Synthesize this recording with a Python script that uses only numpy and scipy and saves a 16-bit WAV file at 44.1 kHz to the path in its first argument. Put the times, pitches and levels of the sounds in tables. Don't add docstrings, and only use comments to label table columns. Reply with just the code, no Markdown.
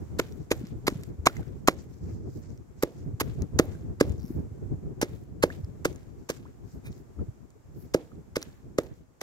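import sys
import numpy as np
from scipy import signal
from scipy.fft import rfft, irfft
from scipy.io import wavfile
from scipy.ndimage import uniform_filter1d, map_coordinates

SR = 44100
rng = np.random.default_rng(int(sys.argv[2]) if len(sys.argv) > 2 else 0)


def master_out(mix):
    frames = np.transpose(np.atleast_2d(mix))
    ceiling = np.clip(frames, -1, 1)
    pcm = np.round(ceiling * 32767).astype(np.int16)
    wavfile.write(sys.argv[1], SR, pcm)


N = 406602
T = np.arange(N) / SR


def undb(db):
    return 10 ** (np.asarray(db) / 20)


def unit(x):
    return x / np.sqrt(np.mean(x ** 2))


def noise(*shape):
    return rng.standard_normal(shape + (N,))


def band(x, lo_hz, hi_hz, order=2):
    sos = signal.butter(order, [lo_hz, min(hi_hz, .45 * SR)], "band", fs=SR, output="sos")
    return signal.sosfilt(sos, x)


def colour(x, points):
    hz, db = np.transpose(points)
    grid = np.maximum(np.fft.rfftfreq(2048, 1 / SR), 1)
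    cepstrum = irfft(np.interp(np.log(grid), np.log(hz), db) * np.log(10) / 20)
    cepstrum[1:1024] *= 2
    response = irfft(np.exp(rfft(cepstrum[:1024], 2048)))[None, :1024]
    return signal.fftconvolve(x, response, axes=-1)[..., :N]


def walk(rate):
    hold = int(SR / rate)
    steps = np.repeat(rng.standard_normal(N // hold + 1), hold)
    return unit(uniform_filter1d(uniform_filter1d(steps, hold), hold)[:N])


def add(track, s, sound):
    i = int(s * SR)
    if i < N:
        track[i:i + len(sound)] += sound[:N - i]


def ring(hz, t60, glide=0):
    t = np.arange(int(t60 * SR) + 8) / SR
    return np.sin(2 * np.pi * hz * t * (1 + glide * t / t60)) * undb(-60 * t / t60)


def burst(rise, fall):
    t = np.arange(int((rise + 7 * fall) * SR)) / SR
    return np.where(t < rise, (t / rise) ** 2, np.exp(-(t - rise) / fall))


def gritty(spread_db, *shape):
    return unit(noise(*shape) * undb(spread_db * np.minimum(rng.exponential(size=N), 4)))


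BREEZE_DB = -39
# (time [s], level [dB])
WIND_LEVELS = [(0.0, -37), (0.46, -39.5), (1.15, -38.5), (1.85, -39), (2.4, -37), (2.73, -47), (2.95, -43),
               (3.36, -32), (3.82, -34.5), (4.11, -31), (4.52, -35), (5.29, -39.5), (5.6, -37),
               (6.35, -48.5), (6.9, -39.5), (7.09, -52), (7.2, -35.5), (7.35, -44), (7.62, -55.5),
               (7.84, -38), (8.3, -51.5), (8.85, -44), (8.98, -51), (9.22, -64)]
# (time [s], level [dB], frequency [Hz])
WIND_BUFFETS = [(0.612, -26, 280), (0.637, -25, 200), (0.922, -23, 277), (0.954, -25.5, 148),
                (1.189, -23, 80.5), (2.039, -27, 80), (2.126, -24.5, 89), (2.284, -24, 119),
                (3.135, -18.5, 107.7), (3.552, -23, 91), (4.094, -23.5, 80), (4.242, -24.5, 200),
                (4.304, -24, 290), (4.514, -26.5, 97.4), (5.634, -22.5, 88.85), (7.188, -29.5, 72),
                (7.284, -27.5, 110.7)]


def wind(gust_db=3.5, buffet_cycles=0.88):
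    wind_db = np.interp(T, *np.transpose(WIND_LEVELS)) + gust_db * walk(30)
    flutter_db = -47.5 + 0.91 * (wind_db - BREEZE_DB)
    out = []
    for port_db in (1.2, 0):
        eddy_db = 8 * np.tanh(walk(50) / 2)
        rumble = unit(band(noise(), 57, 155)) + 0.18 * unit(band(noise(), 35, 60))
        rumble *= undb(wind_db + eddy_db)
        flutter = unit(band(noise(), 200, 418.5, order=3))
        flutter *= undb(flutter_db + 0.92 * eddy_db + 3 * walk(55))
        skirt = unit(band(noise(), 460, 750)) * undb(flutter_db - 21.5 + eddy_db)
        for s, db, hz in WIND_BUFFETS:
            size, phase = rng.standard_normal(2)
            width_s = buffet_cycles / hz
            t = np.arange(-2 * width_s, 2 * width_s, 1 / SR)
            swing = np.exp(-(t / width_s) ** 2) * np.cos(2 * np.pi * (hz * t + 0.058 * phase))
            add(rumble, s - width_s, undb(db + 2.2 * size) * swing)
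        out.append(undb(port_db) * (rumble + flutter + skirt))
    return np.array(out)


# (frequency [Hz], level [dB])
AIR_SPECTRUM = [(300, -6.5), (700, -8.5), (2000, -20), (4000, -22), (7000, -15), (12000, -21),
                (16000, -21.5)]


def air():
    wind_db = uniform_filter1d(np.interp(T, *np.transpose(WIND_LEVELS)), SR // 4)
    air_db = -55.5 + 0.13 * (wind_db - BREEZE_DB) + 1.3 * walk(5)
    return undb(air_db) * unit(colour(noise(2), AIR_SPECTRUM))


# (frequency [Hz], level re thump [dB], 60 dB decay time [s])
SHEET_MODES = [(440, -14.5, 0.04), (597.3, -18.5, 0.034), (333, -15, 0.079), (170, -18.5, 0.04)]
# (time [s], crunch length [ms], crunch level [dB], entry crack level [dB],
# split delay [ms], knock level [dB], knock frequency [Hz], crack level [dB], crack frequency [Hz],
# thump delay [ms], thump level [dB], thump frequency [Hz], spray level [dB])
KNIFE_STABS = [(0.1868, 20.4, -18, -27, 11.5, -12.5, 1470, -10, 5000, 9.3, -7.5, 425, -51.5),
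               (0.506, 31, -20.5, -37, 10.8, -8.5, 2500, -7.5, 6500, 9.4, -5, 424, -49.5),
               (0.8671, 28.5, -20, -10, 12.2, -7.5, 2230, -15.5, 4800, 15.4, -6, 390, -48.5),
               (1.2579, 19, -12, -17.5, 12.4, 1, 1130, -5, 6700, 10, -5.5, 495, -46.5),
               (1.6751, 11, -8.5, -18, 8.5, 1.5, 1114, -2.5, 6300, 10.1, -1.5, 395, -53),
               (2.8243, 16.4, -24, -11.5, 9.8, -16.5, 1170, -7.5, 12400, 11, -4, 417, -55.5),
               (3.1992, 23.3, -17.5, -11, 16, -19.5, 880, -17, 11500, 14.3, -14, 378, -50.5),
               (3.588, 11.4, -14, -9.5, 9.2, -6, 1430, -9, 5950, 9.3, 2, 387, -50),
               (4.0024, 18, -15.5, -56, 7.8, -13, 1660, -13, 5170, 9.9, 1, 402, -52.5),
               (5.013, 31.3, -19.5, -5.5, 12, -17.5, 806, -22, 5870, 17.3, -6.5, 384, -53),
               (5.425, 23, -16, -18.5, 12.4, -11.5, 1600, -17, 4400, 14, 0, 452, -51),
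               (5.8483, 16, -15.5, -34, 4.56, -12, 1610, -18, 7330, 8.2, -6, 420, -54.5),
               (6.289, 30.7, -25.5, -19.5, 13.2, -26, 1060, -11, 6200, 11.4, -12.5, 440, -54.5),
               (7.9386, 19, -20, -41.5, 5.1, -21, 1220, -14.5, 5920, 9.7, -1.5, 434, -57.5),
               (8.3561, 19.5, -23, -41.5, 10.1, -17.5, 1520, -13.5, 5380, 12.6, -9, 437, -51.5),
               (8.7807, 17, -23, -30, 4.1, -11.5, 1550, -14.5, 6640, 6.8, -3, 438, -56),
               (9.2081, 14, -33.5, -38.5, 6, -23.5, 1550, -20, 5960, 9.6, -25.5, 426, -36)]


def stabs(entry_ms=2.3, plate_ratio=1.1):
    crunch, knock, crack, shudder, murmur, out = np.zeros((6, N))
    grit = gritty(5.9) * undb(3.5 * walk(500))
    snap = noise()
    t = np.arange(-.005, .008, 1 / SR)
    thump_envelope = np.exp(-(t / np.where(t < 0, .0011, .0017)) ** 2 / 2)
    for (s, crunch_ms, crunch_db, entry_db, split_ms, knock_db, knock_hz, crack_db, crack_hz,
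         thump_ms, thump_db, thump_hz, _) in KNIFE_STABS:
        depth = np.linspace(0, 1, int(crunch_ms * SR / 1000))
        swell = np.minimum(depth / 0.3, 1) * np.minimum((1 - depth) / 0.34, 1) ** 2
        add(crunch, s - .002, undb(crunch_db) * swell)
        for ms, low_db, high_db in ((entry_ms, entry_db - 10.5, entry_db),
                                    (split_ms, knock_db, crack_db)):
            break_s = s + ms / 1000
            add(out, break_s - .0005, undb(low_db) * ring(knock_hz, t60=0.013))
            add(knock, break_s - .001, undb(low_db - 2.5) * burst(0.0006, 0.003))
            add(crack, break_s - .0008, undb(high_db) * burst(0.00083, 0.0015))
        span = slice(int((s - .002) * SR), int((s + .05) * SR))
        plate = unit(band(grit, crack_hz / plate_ratio, crack_hz * plate_ratio, order=1)[span])
        out[span] += 0.561 * (crunch[span] + crack[span]) * plate
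        add(shudder, s, undb(thump_db - 21.5) * burst(thump_ms / 1000, .0015))
        stop_s = s + thump_ms / 1000
        swing = -thump_envelope * np.cos(2 * np.pi * thump_hz * t * (1 - 30 * t) + 0.11)
        add(out, stop_s + t[0], undb(thump_db) * swing)
        add(murmur, stop_s, undb(thump_db - 33.5) * burst(0.017, 0.052))
        for hz, db, t60 in SHEET_MODES:
            size, detune = np.tanh(rng.standard_normal(2))
            mode = ring(hz * (1 + 0.093 * detune), t60)
            add(out, stop_s + .002, undb(thump_db + db + 2.5 * size) * mode)
    out += knock * unit(band(noise(), 520, 3100))
    out += undb(-6.5) * crack * unit(band(snap, 3500, 17000, order=3))
    out += shudder * unit(band(noise(), 420, 1600))
    out += murmur * unit(band(noise(), 240, 520))
    diffuse = undb(-4.5) * (crunch + crack) * unit(band(noise(2), 3500, 12000))
    body = 0.6 * unit(band(grit, 900, 3100, order=3))
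    edge = 0.55 * unit(band(grit, 3300, 16000, order=3))
    return out + crunch * (body + edge), diffuse


def spray(grains=1400):
    puff, patter, hail = np.zeros((3, N))
    t = np.arange(int(.4 * SR)) / SR
    fallout = np.exp(-t / 0.22) / (1 + (t / 0.2) ** 3)
    for s, crunch_ms, crunch_db, *_, spray_db in KNIFE_STABS:
        add(puff, s + .6 * crunch_ms / 1000, undb(crunch_db - 15) * burst(0.004, 0.014))
        add(patter, s + .5 * crunch_ms / 1000, undb(spray_db) * fallout)
    for when, pitch, size in rng.random((grains, 3)):
        add(hail, when * N / SR, undb(-4.5 * np.log(size + .06)) * ring(3000 * 4.5 ** pitch, .0015))
    fine = gritty(3.5, 2)
    dust = unit(sum(band(fine, hz, 2 * hz, order=1) * undb(3.6 * walk(28) + 2.5 * walk(220))
                    for hz in (1207, 2408, 4800, 9600)))
    near = puff * undb(3.6 * walk(300)) * unit(band(gritty(4.7), 900, 9000, order=1))
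    near += undb(0.45) * patter * unit(hail)
    return near, undb(6.5) * patter * dust


# (time [s], level [dB], frequency [Hz])
CHIP_TICKS = [(0.323, -27, 5690), (0.6696, -27, 5340), (1.0351, -17.5, 8300), (1.3682, -22, 6640),
              (2.5043, -35, 6030), (2.576, -35, 5800), (3.421, -16.5, 6450), (4.0955, -24.5, 7000),
              (4.121, -25, 7460), (5.646, -29.5, 5150), (5.9282, -30, 6340), (5.9598, -24.5, 7000),
              (6.928, -31, 4070), (6.979, -37, 6460), (7.5044, -34, 7080), (8.416, -18, 9300),
              (8.42, -20, 4080), (8.4274, -9, 5800), (8.835, -28, 11800)]
# (time [s], level [dB], frequency [Hz], upward glide [ratio])
LUMP_LANDINGS = [(1.297, -32, 1407, 0.047), (1.366, -30, 2040, 0.047), (1.394, -34.5, 770, 0.16),
                 (1.425, -42.5, 1410, 0.28), (3.751, -42.5, 1540, 0.22), (5.502, -26, 1580, 0.58),
                 (6.454, -42.5, 870, 1.86), (7.191, -41, 1290, 0.073), (8.118, -42.5, 1245, 0.023)]


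def chips():
    out, click = np.zeros((2, N))
    for s, db, hz in CHIP_TICKS:
        add(out, s, undb(db) * ring(hz, t60=0.0037))
        add(click, s, undb(db - 9.5) * burst(0.00015, 0.002))
    for s, db, hz, glide in LUMP_LANDINGS:
        add(out, s, undb(db) * ring(hz, 0.026 * (1 + glide), glide))
        add(click, s, undb(db - 9.5) * burst(.0005, 0.0018))
    return out + click * band(noise(), 2500, 19000, order=1)


# (centre time [s], duration [s], level [dB])
FABRIC_MOVES = [(0.414, 0.14, -59), (1.797, 0.079, -48), (1.938, 0.15, -58), (2.1, 0.32, -54),
                (2.41, 0.47, -53.5), (2.813, 0.15, -55), (2.979, 0.2, -57), (4.28, 0.49, -57),
                (6.227, 0.2, -61.5), (6.71, 0.19, -54.5), (6.957, 0.15, -52.5), (7.832, 0.29, -59)]


def rustle():
    level = np.zeros(N)
    for s, length, db in FABRIC_MOVES:
        add(level, s - length / 2, undb(db) * signal.windows.tukey(int(length * SR), .9))
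    fibres = gritty(5.4, 2)
    weave = undb(2.3 * walk(120)) * unit(band(fibres, 4600, 7900))
    sheen = undb(-4 + 6.3 * walk(14)) * unit(band(fibres, 10500, 17000))
    drag = undb(-12 + 3 * walk(30)) * unit(band(fibres, 1000, 2800))
    return level * (weave + sheen + drag)


def creak(first_s=4.182, last_s=4.282, slips=11):
    out = np.zeros(N)
    for s in np.linspace(first_s, last_s, slips):
        late, size, pitch = rng.standard_normal(3)
        add(out, s + 0.002 * late, undb(-35.5 + 2 * size) * ring(5600 * (1 + .07 * pitch), t60=0.0051))
    return out


# (frequency [Hz], relative level [dB])
BLADE_MODES = [(2450, 4), (3800, 0), (5200, -3), (6600, -4), (8800, -3)]


def scrape(start_s=6.823):
    grind = np.zeros(N)
    add(grind, start_s, undb(-39.5) * burst(0.047, 0.012))
    grind *= gritty(6)
    steel = sum(undb(db) * ring(hz, t60=0.014)[:500] for hz, db in BLADE_MODES)
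    ringing = np.convolve(grind, steel / np.linalg.norm(steel))[:N]
    return ringing + 2 * np.gradient(grind)


# (time [s], delay [samples])
RIGHT_LAG = [(0, 7), (6, 9), (9.2, 8)]


def ports(x, left_db=-2.02):
    late = np.arange(N) - np.interp(T, *np.transpose(RIGHT_LAG))
    return np.array([undb(left_db) * x, map_coordinates(x, [late], order=3)])


def scene():
    knife, diffuse_crunch = stabs()
    near_spray, dust = spray()
    ambience = air()
    direct = knife + chips() + creak() + scrape() + near_spray
    return ports(direct) + diffuse_crunch + dust + rustle() + ambience + wind()


# (frequency [Hz], gain [dB])
MIC_RESPONSE = [(1200, -4), (2200, -5.5), (2900, -10.5), (4300, -12), (6400, -12.5), (7700, -12.5),
                (8400, -19), (10000, -18.5), (12500, -14), (15500, -17.5), (16300, -30.5)]


def record(dry):
    lowpass = signal.ellip(10, .2, 80, 16750, fs=SR, output="sos")
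    return signal.sosfilt(lowpass, colour(dry, MIC_RESPONSE))


dry = scene()
out = record(dry)
master_out(out)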